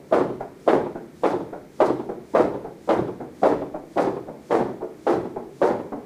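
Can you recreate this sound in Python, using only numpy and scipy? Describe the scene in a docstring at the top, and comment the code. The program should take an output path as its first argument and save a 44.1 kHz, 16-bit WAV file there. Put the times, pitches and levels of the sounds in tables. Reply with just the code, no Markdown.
"""Heavy slaps on a rubber gym floor, about two a second, as two twisted exercise ropes are slammed down.
Each begins as a swish of filtered noise, then slaps and rolls along the mat as runs of small impacts.
Noise bursts make the slack's thud and the floor's boom; the wave runs on and slaps again near the anchor.
The bare room answers every blow with decaying noise and a few standing waves, over steady ventilation."""
import sys
import numpy as np
from scipy import signal
from scipy.fft import rfft, irfft, next_fast_len
from scipy.io import wavfile
from scipy.ndimage import uniform_filter1d, minimum_filter1d, map_coordinates

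SR = 44100
rng = np.random.default_rng(int(sys.argv[2]) if len(sys.argv) > 2 else 0)


def store_pcm(level_fs):
    """Save levels as 16-bit WAV."""
    pcm = np.round(np.clip(level_fs, -1, 1) * 32767).astype(np.int16)
    wavfile.write(sys.argv[1], SR, np.atleast_2d(pcm).T)


N = 267113  # samples in the scene
T = np.arange(SR) / SR  # the second in which one blow dies away, in s


def amp(db):
    """Logarithmic level: decibels become an amplitude ratio."""
    return 10 ** (np.asarray(db) / 20)


def unit(x):
    """Root-mean-square normalisation: scale to rms 1."""
    return x / np.sqrt(np.mean(x ** 2) + 1e-20)


def along(points, hz):
    """Logarithmic pitch scale: (Hz, value) points are interpolated on a log frequency axis."""
    f, v = np.transpose(points)
    return np.interp(np.log(hz + 1), np.log(f + 1), v)


def filtered(x, response):
    """Linear filtering: the spectrum is multiplied by a complex response of frequency."""
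    size = 2 * next_fast_len(len(x) // 2 + 4096)
    hz = np.fft.rfftfreq(size, 1 / SR)
    return irfft(rfft(x, size) * response(hz), size)[:len(x)]


def coloured(x, points):
    """Minimum phase: folding the cepstrum gives a causal filter with the given spectrum."""
    def response(hz):
        cepstrum = irfft(np.log(amp(along(points, hz))))
        half = len(cepstrum) // 2
        cepstrum[1:half] *= 2
        cepstrum[half + 1:] = 0
        return np.exp(rfft(cepstrum))
    return filtered(x, response)


def resonances(modes, hz):
    """Damped resonance: the complex band-pass response of each (Hz, width in Hz, dB) mode."""
    return [amp(db) * 1j * hz * width / (centre * centre - hz * hz + 1j * hz * width)
            for centre, width, db in modes]


def add(track, s, x):
    """Superposition: sum x into the track from time s in seconds."""
    start = max(round(s * SR), 0)
    track[start:start + len(x)] += x[:max(N - start, 0)]


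def contacts(rate_hz, scatter, rise, t60):
    """Impulse train: a dying run of small impacts; scatter makes their spacing and size uneven."""
    gaps, sizes = np.exp(scatter * rng.standard_normal((2, 1500)))
    when = (np.cumsum(gaps) - gaps[0]) / rate_hz
    place = np.minimum(when * SR, SR).astype(int)
    hits = np.bincount(place, sizes, SR + 1)[:SR]
    onset = 1 - np.exp(-(T + 1 / SR) / rise)
    return hits * onset * amp(-60 * T / t60)


def puff(rise, t60):
    """Dense-impact limit: countless tiny contacts merge into a burst of noise."""
    onset = 1 - np.exp(-T / rise)
    return rng.standard_normal(SR) * onset * amp(-60 * T / t60)


# Reverberation of the gym. Each row: frequency in Hz, time to decay by 60 dB in s.
GYM_DECAY = [(60, 0.64), (150, 1.0), (350, 0.63), (700, 0.45), (1500, 0.48), (4000, 0.57), (12000, 0.52)]


def in_gym(x, wet_db):
    """Diffuse reverberation: a blow plus the room's decaying noise, with rms 1 over its first 40 ms."""
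    hz, t, z = signal.stft(rng.standard_normal(SR), SR, nperseg=256)
    decay = amp(-60 * t / along(GYM_DECAY, hz)[:, None])
    tail = signal.istft(z * decay, SR, nperseg=256)[1][:SR]
    room = amp(wet_db) * tail * (1 - np.exp(-T / 0.0045)) / np.sqrt(SR / 20)
    room[0] += 1  # direct sound
    heard = signal.fftconvolve(x, room)[:SR]
    return heard / np.sqrt(np.mean(heard[:SR // 25] ** 2))


# Spectrum of the ventilation. Each row: frequency in Hz, relative level in dB.
AIR_COLOUR = [(20, -42), (45, -20), (85, -1), (105, -18), (135, 1), (400, -3), (560, -11), (850, -18),
              (1300, -20.5), (2350, -21.5), (2650, -28.5), (6000, -31.5), (15000, -37.5)]


def room_tone():
    """Stationary noise: steady ventilation, with the dying ring of an earlier slam at the start."""
    air = amp(-48.5) * unit(coloured(rng.standard_normal(N), AIR_COLOUR))
    ring = coloured(puff(rise=0.00036, t60=0.27), FAR_KNOCK_COLOUR)
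    add(air, 0, amp(-47) * in_gym(ring, wet_db=3))
    return air


# Spectrum of rope rushing through air. Each row: frequency in Hz, relative level in dB.
SWISH_COLOUR = [(500, -13), (2000, -1), (4000, 1.5), (7000, 1.5), (10000, -4.5), (15000, -19)]
# Spectrum of fibres scraping the mat. Each row: frequency in Hz, relative level in dB.
FIBRE_COLOUR = [(800, -19), (2500, -1), (4200, 9), (6500, 3), (9500, -1.5), (15000, -14)]
SWISH_DB, SCUFF_DB = -59.0, -51.5  # swish at its peak; scuff over its first 40 ms


def hiss():
    """Turbulence and friction: the ropes swish through the air, then their fibres scuff as they lie down."""
    out = np.zeros(N)
    for s, *_ in SLAMS:
        swing = np.exp(-((T - .165) / 0.096) ** 2)
        swish = swing * unit(coloured(rng.standard_normal(SR), SWISH_COLOUR))
        add(out, s - .16, amp(SWISH_DB) * swish)
        drag = (1.6 + T / 0.06) / (1 + (T / 0.085) ** 6)  # more and more rope scrapes, until it lies still
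        # the fibres catch and slip: a smooth random level with 55 points a second
        grip = amp(2 * map_coordinates(rng.standard_normal(64), [T * 55], mode="nearest"))
        scuff = coloured(drag * grip * puff(rise=0.0034, t60=2.6), FIBRE_COLOUR)
        add(out, s - .001, amp(SCUFF_DB) * in_gym(scuff, wet_db=-4))
    return out


# The wave coming down near the anchor. Each row: start in seconds, knock level in dB, patter level in dB,
# time that the landing takes in s. Levels are rms over 40 ms, before standing waves and limiter.
FAR_SLAPS = [(0.404, -35.5, -32.5, 0.0019), (0.951, -33, -38.5, 0.0034), (1.526, -33.5, -37.5, 0.0044),
             (2.09, -28.5, -40, 0.0026), (2.64, -33.5, -39.5, 0.012), (3.199, -33.5, -43, 0.0097),
             (3.74, -33.5, -34, 0.0055), (4.268, -35.5, -44, .03), (4.806, -28.5, -38.5, 0.024),
             (5.361, -30.5, -35.5, 0.00337), (5.918, -30.5, -38.5, 0.0082)]
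# Spectrum of the dull knock. Each row: frequency in Hz, relative level in dB.
FAR_KNOCK_COLOUR = [(50, -48), (160, -12), (260, -3.5), (335, 1), (600, -6.5), (900, -15.5), (2000, -37),
                    (6000, -82)]
# Spectrum of the patter. Each row: frequency in Hz, relative level in dB.
PATTER_COLOUR = [(300, -10.5), (650, 10), (1000, -5), (1500, -18), (2200, -28.5), (4000, -61)]
# Spectrum of the rattle. Each row: frequency in Hz, relative level in dB.
RATTLE_COLOUR = [(700, -17.5), (1400, 5.5), (2200, -11), (2900, -22), (5000, -26), (15000, -41)]
RATTLE_DB, RATTLE_FADE_DB_PER_S = -46, 2  # level at time 0 for an instant landing; fade as the set goes on
RATTLE_LOSS_DB_PER_S = 398  # the gentler the landing, the less it rattles


def far_slaps():
    """Travelling wave: the spent wave drops with a dull knock, then patter and rattle as the ropes lie down."""
    out = np.zeros(N)
    for s, knock_db, patter_db, landing in FAR_SLAPS:
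        knock = coloured(puff(rise=landing + 0.003, t60=0.054 + landing), FAR_KNOCK_COLOUR)
        add(out, s + landing / 2 - .003, amp(knock_db) * in_gym(knock, wet_db=1.5))
        lying_down = contacts(900, scatter=0.33, rise=landing, t60=0.19) / (1 + (T / 0.062) ** 6)
        patter = coloured(lying_down, PATTER_COLOUR)
        add(out, s - .001, amp(patter_db) * in_gym(patter, wet_db=-6.0))
        rattle_db = RATTLE_DB - RATTLE_FADE_DB_PER_S * s - RATTLE_LOSS_DB_PER_S * landing
        rattle = coloured(lying_down, RATTLE_COLOUR)
        add(out, s, amp(rattle_db) * in_gym(rattle, wet_db=-2.0))
    return out


# Spectrum of slack rope landing. Each row: frequency in Hz, relative level in dB.
THUD_COLOUR = [(40, -30.5), (130, -15), (230, -3), (370, 6), (620, -5.5), (1000, -10.5), (1800, -31.5),
               (3000, -39.5), (15000, -83)]
# Spectrum of the floor under the ropes' weight. 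Each row: frequency in Hz, relative level in dB.
BOOM_COLOUR = [(25, -30), (55, -9.5), (75, -16), (110, -5), (140, -3), (190, -0.5), (300, -28), (800, -57),
               (3000, -92)]
SLACK_DB, SLACK_GROWS = -22.5, 0.26  # thud after a usual slap; dB gained per dB of slap
BOUNCE_S, BOUNCE_SPREAD_S, BOUNCE_LOSS_DB = .184, .008, 9  # the loose loops drop once more after the slap
BOOM_DB = -41.5


def thuds():
    """Inelastic impact: the slack lands with a brief scuff and bounces once; the weight shakes the floor."""
    out = np.zeros(N)
    for slam_s, slap_db, *_, slack_s in SLAMS:
        slack_db = SLACK_DB + SLACK_GROWS * (slap_db - USUAL_SLAP_DB)
        bounce_s = BOUNCE_S + BOUNCE_SPREAD_S * rng.standard_normal()
        landings = [(slam_s + slack_s, slack_db), (slam_s + bounce_s, slack_db - BOUNCE_LOSS_DB)]
        for s, db in landings:
            thud = coloured(puff(rise=0.0058, t60=0.085), THUD_COLOUR)
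            add(out, s - .004, amp(db) * in_gym(thud, wet_db=-4.5))
            scuff = coloured(puff(rise=.01, t60=0.044), SNAP_COLOUR)
            add(out, s - .012, amp(db - 35.5) * in_gym(scuff, wet_db=-0.5))
        boom = coloured(puff(rise=0.035, t60=0.47), BOOM_COLOUR)
        add(out, slam_s + .062, amp(BOOM_DB) * in_gym(boom, wet_db=-8.5))
    return out


# Resonances of rope on rubber. Each row: frequency in Hz, width in Hz, level in dB.
MAT_MODES = [(320, 304, -6.5), (477, 134, 1), (639, 23, -4), (910, 190, -5.5), (1013, 415, -11)]


def mat(hz):
    """Modal response: damped resonances of alternating sign; the soft contact takes the treble away."""
    modes = sum((-1) ** k * mode for k, mode in enumerate(resonances(MAT_MODES, hz)))
    return modes / (1 + 1j * hz / 2800) ** 2


# Both ropes hitting the mat. Each row: start in seconds, slap level in dB, second rope level in dB,
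# crack level in dB, first touch level in dB, wait until the slack lands in s.
# Levels are rms over 40 ms, before standing waves and limiter.
SLAMS = [(0.124, -17, -31, -36, -29.5, 0.081), (0.676, -15.5, -26.5, -32, -33.5, 0.074),
         (1.235, -21, -29, -34.5, -38.5, 0.098), (1.802, -17.5, -21, -34.5, -39, .097),
         (2.349, -16.5, -27, -36.5, -26.5, 0.045), (2.889, -20, -28, -33, -29, 0.098),
         (3.431, -17.5, -21, -40, -30, 0.092), (3.972, -24, -33, -36.5, -26, .102),
         (4.507, -23.5, -26, -36.5, -36, 0.098), (5.067, -22.5, -41, -37, -44, 0.065),
         (5.616, -20.5, -23, -39, -40, 0.09)]
# Spectrum of the rope's first touch. Each row: frequency in Hz, relative level in dB.
TOUCH_COLOUR = [(40, -44.5), (170, -5.5), (320, 1.5), (540, -1), (800, -8.5), (1400, -24), (3000, -52),
                (15000, -92)]
# Spectrum of the slapping strands. Each row: frequency in Hz, relative level in dB.
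SLAP_COLOUR = [(40, -56), (150, -32), (280, 0.5), (550, -0.5), (950, -7.5), (1400, -21.5), (2000, -44),
               (3000, -41.5), (6000, -57), (15000, -89)]
# Spectrum of the rope rolling down. Each row: frequency in Hz, relative level in dB.
ROLL_COLOUR = [(40, -41), (120, -21.5), (220, -6), (340, 3), (600, -3), (950, -11), (1400, -18),
               (2000, -25), (2900, -39), (6000, -52), (15000, -97)]
# Spectrum of the crack. Each row: frequency in Hz, relative level in dB.
CRACK_COLOUR = [(500, -33), (1200, 6), (1900, -3.5), (2800, -12), (3700, -15.5), (5500, -39), (15000, -58)]
# Spectrum of the brief bite. Each row: frequency in Hz, relative level in dB.
SNAP_COLOUR = [(1500, -17), (2600, -7), (3500, 1), (4600, -13.5), (6500, -22), (15000, -60)]
USUAL_SLAP_DB = -19.5
STRAND_HZ, STRAND_HZ_PER_DB = 575.1, 13.5  # a harder slam lays the strands down faster
ROLL_DB, ROLL_GROWS = -20, 0.17  # roll after a usual slap; dB gained per dB of slap
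SNAP_DB = -18  # relative to the crack


def slams():
    """Moving contact: the strands strike in quick turn, then the line of contact rolls along the mat."""
    out = np.zeros(N)
    for s, slap_db, second_db, crack_db, touch_db, _ in SLAMS:
        force_db = slap_db - USUAL_SLAP_DB
        strand_hz = STRAND_HZ + STRAND_HZ_PER_DB * force_db
        # the belly of the rope arrives just ahead
        touch = coloured(puff(rise=0.0074, t60=0.16), TOUCH_COLOUR)
        add(out, s - .015, amp(touch_db) * in_gym(touch, wet_db=3.0))
        strands = coloured(contacts(strand_hz, scatter=0.17, rise=0.00041, t60=0.12), SLAP_COLOUR)
        add(out, s - .001, amp(slap_db) * in_gym(strands, wet_db=-6))
        second_rope = filtered(contacts(strand_hz, scatter=0.291, rise=0.0022, t60=0.11), mat)
        add(out, s + .023, amp(second_db) * in_gym(second_rope, wet_db=-5))
        ripples = contacts(650, scatter=.5, rise=0.0061, t60=0.47) / (1 + (T / 0.13) ** 6)
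        roll = coloured(ripples, ROLL_COLOUR)
        add(out, s, amp(ROLL_DB + ROLL_GROWS * force_db) * in_gym(roll, wet_db=-2))
        crack = coloured(contacts(2200, scatter=.6, rise=0.014, t60=0.1), CRACK_COLOUR)
        add(out, s + 0.001003, amp(crack_db) * in_gym(crack, wet_db=-5.5))
        # the hardest contact bites briefly
        snap = coloured(puff(rise=0.0025, t60=0.027), SNAP_COLOUR)
        add(out, s + .002, amp(crack_db + SNAP_DB) * in_gym(snap, wet_db=-2))
    return out


# Standing waves between the walls. Each row: frequency in Hz, width in Hz, level in dB re the direct sound.
STANDING_WAVES = [(93, 7.3, -6), (128.8, 4.5, 3), (147, 4, -14), (289, 22, -18), (619, 11, -10.5),
                  (832, 86, -6.5), (1000, 13, -36), (1966, 11, -13)]


def scene():
    """Room modes: heard from beside the ropes, standing waves lift a few notes of the blows."""
    blows = far_slaps() + thuds() + slams()
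    blows = filtered(blows, lambda hz: 1 + sum(resonances(STANDING_WAVES, hz)))
    return (room_tone() + hiss() + blows)[None]


TOP_HZ = 15450


def record(dry, ceiling_db=-5):
    """Peak limiting and band limiting: a fast limiter holds the slaps down, and the band ends steeply."""
    size = SR // 200  # 5 ms
    needed = np.minimum(1, amp(ceiling_db) / (np.abs(dry[0]) + 1e-9))
    gain = uniform_filter1d(minimum_filter1d(needed, 2 * size), size)
    return filtered(dry[0] * gain, lambda hz: hz < TOP_HZ)[None]


dry = scene()
out = record(dry)
store_pcm(out)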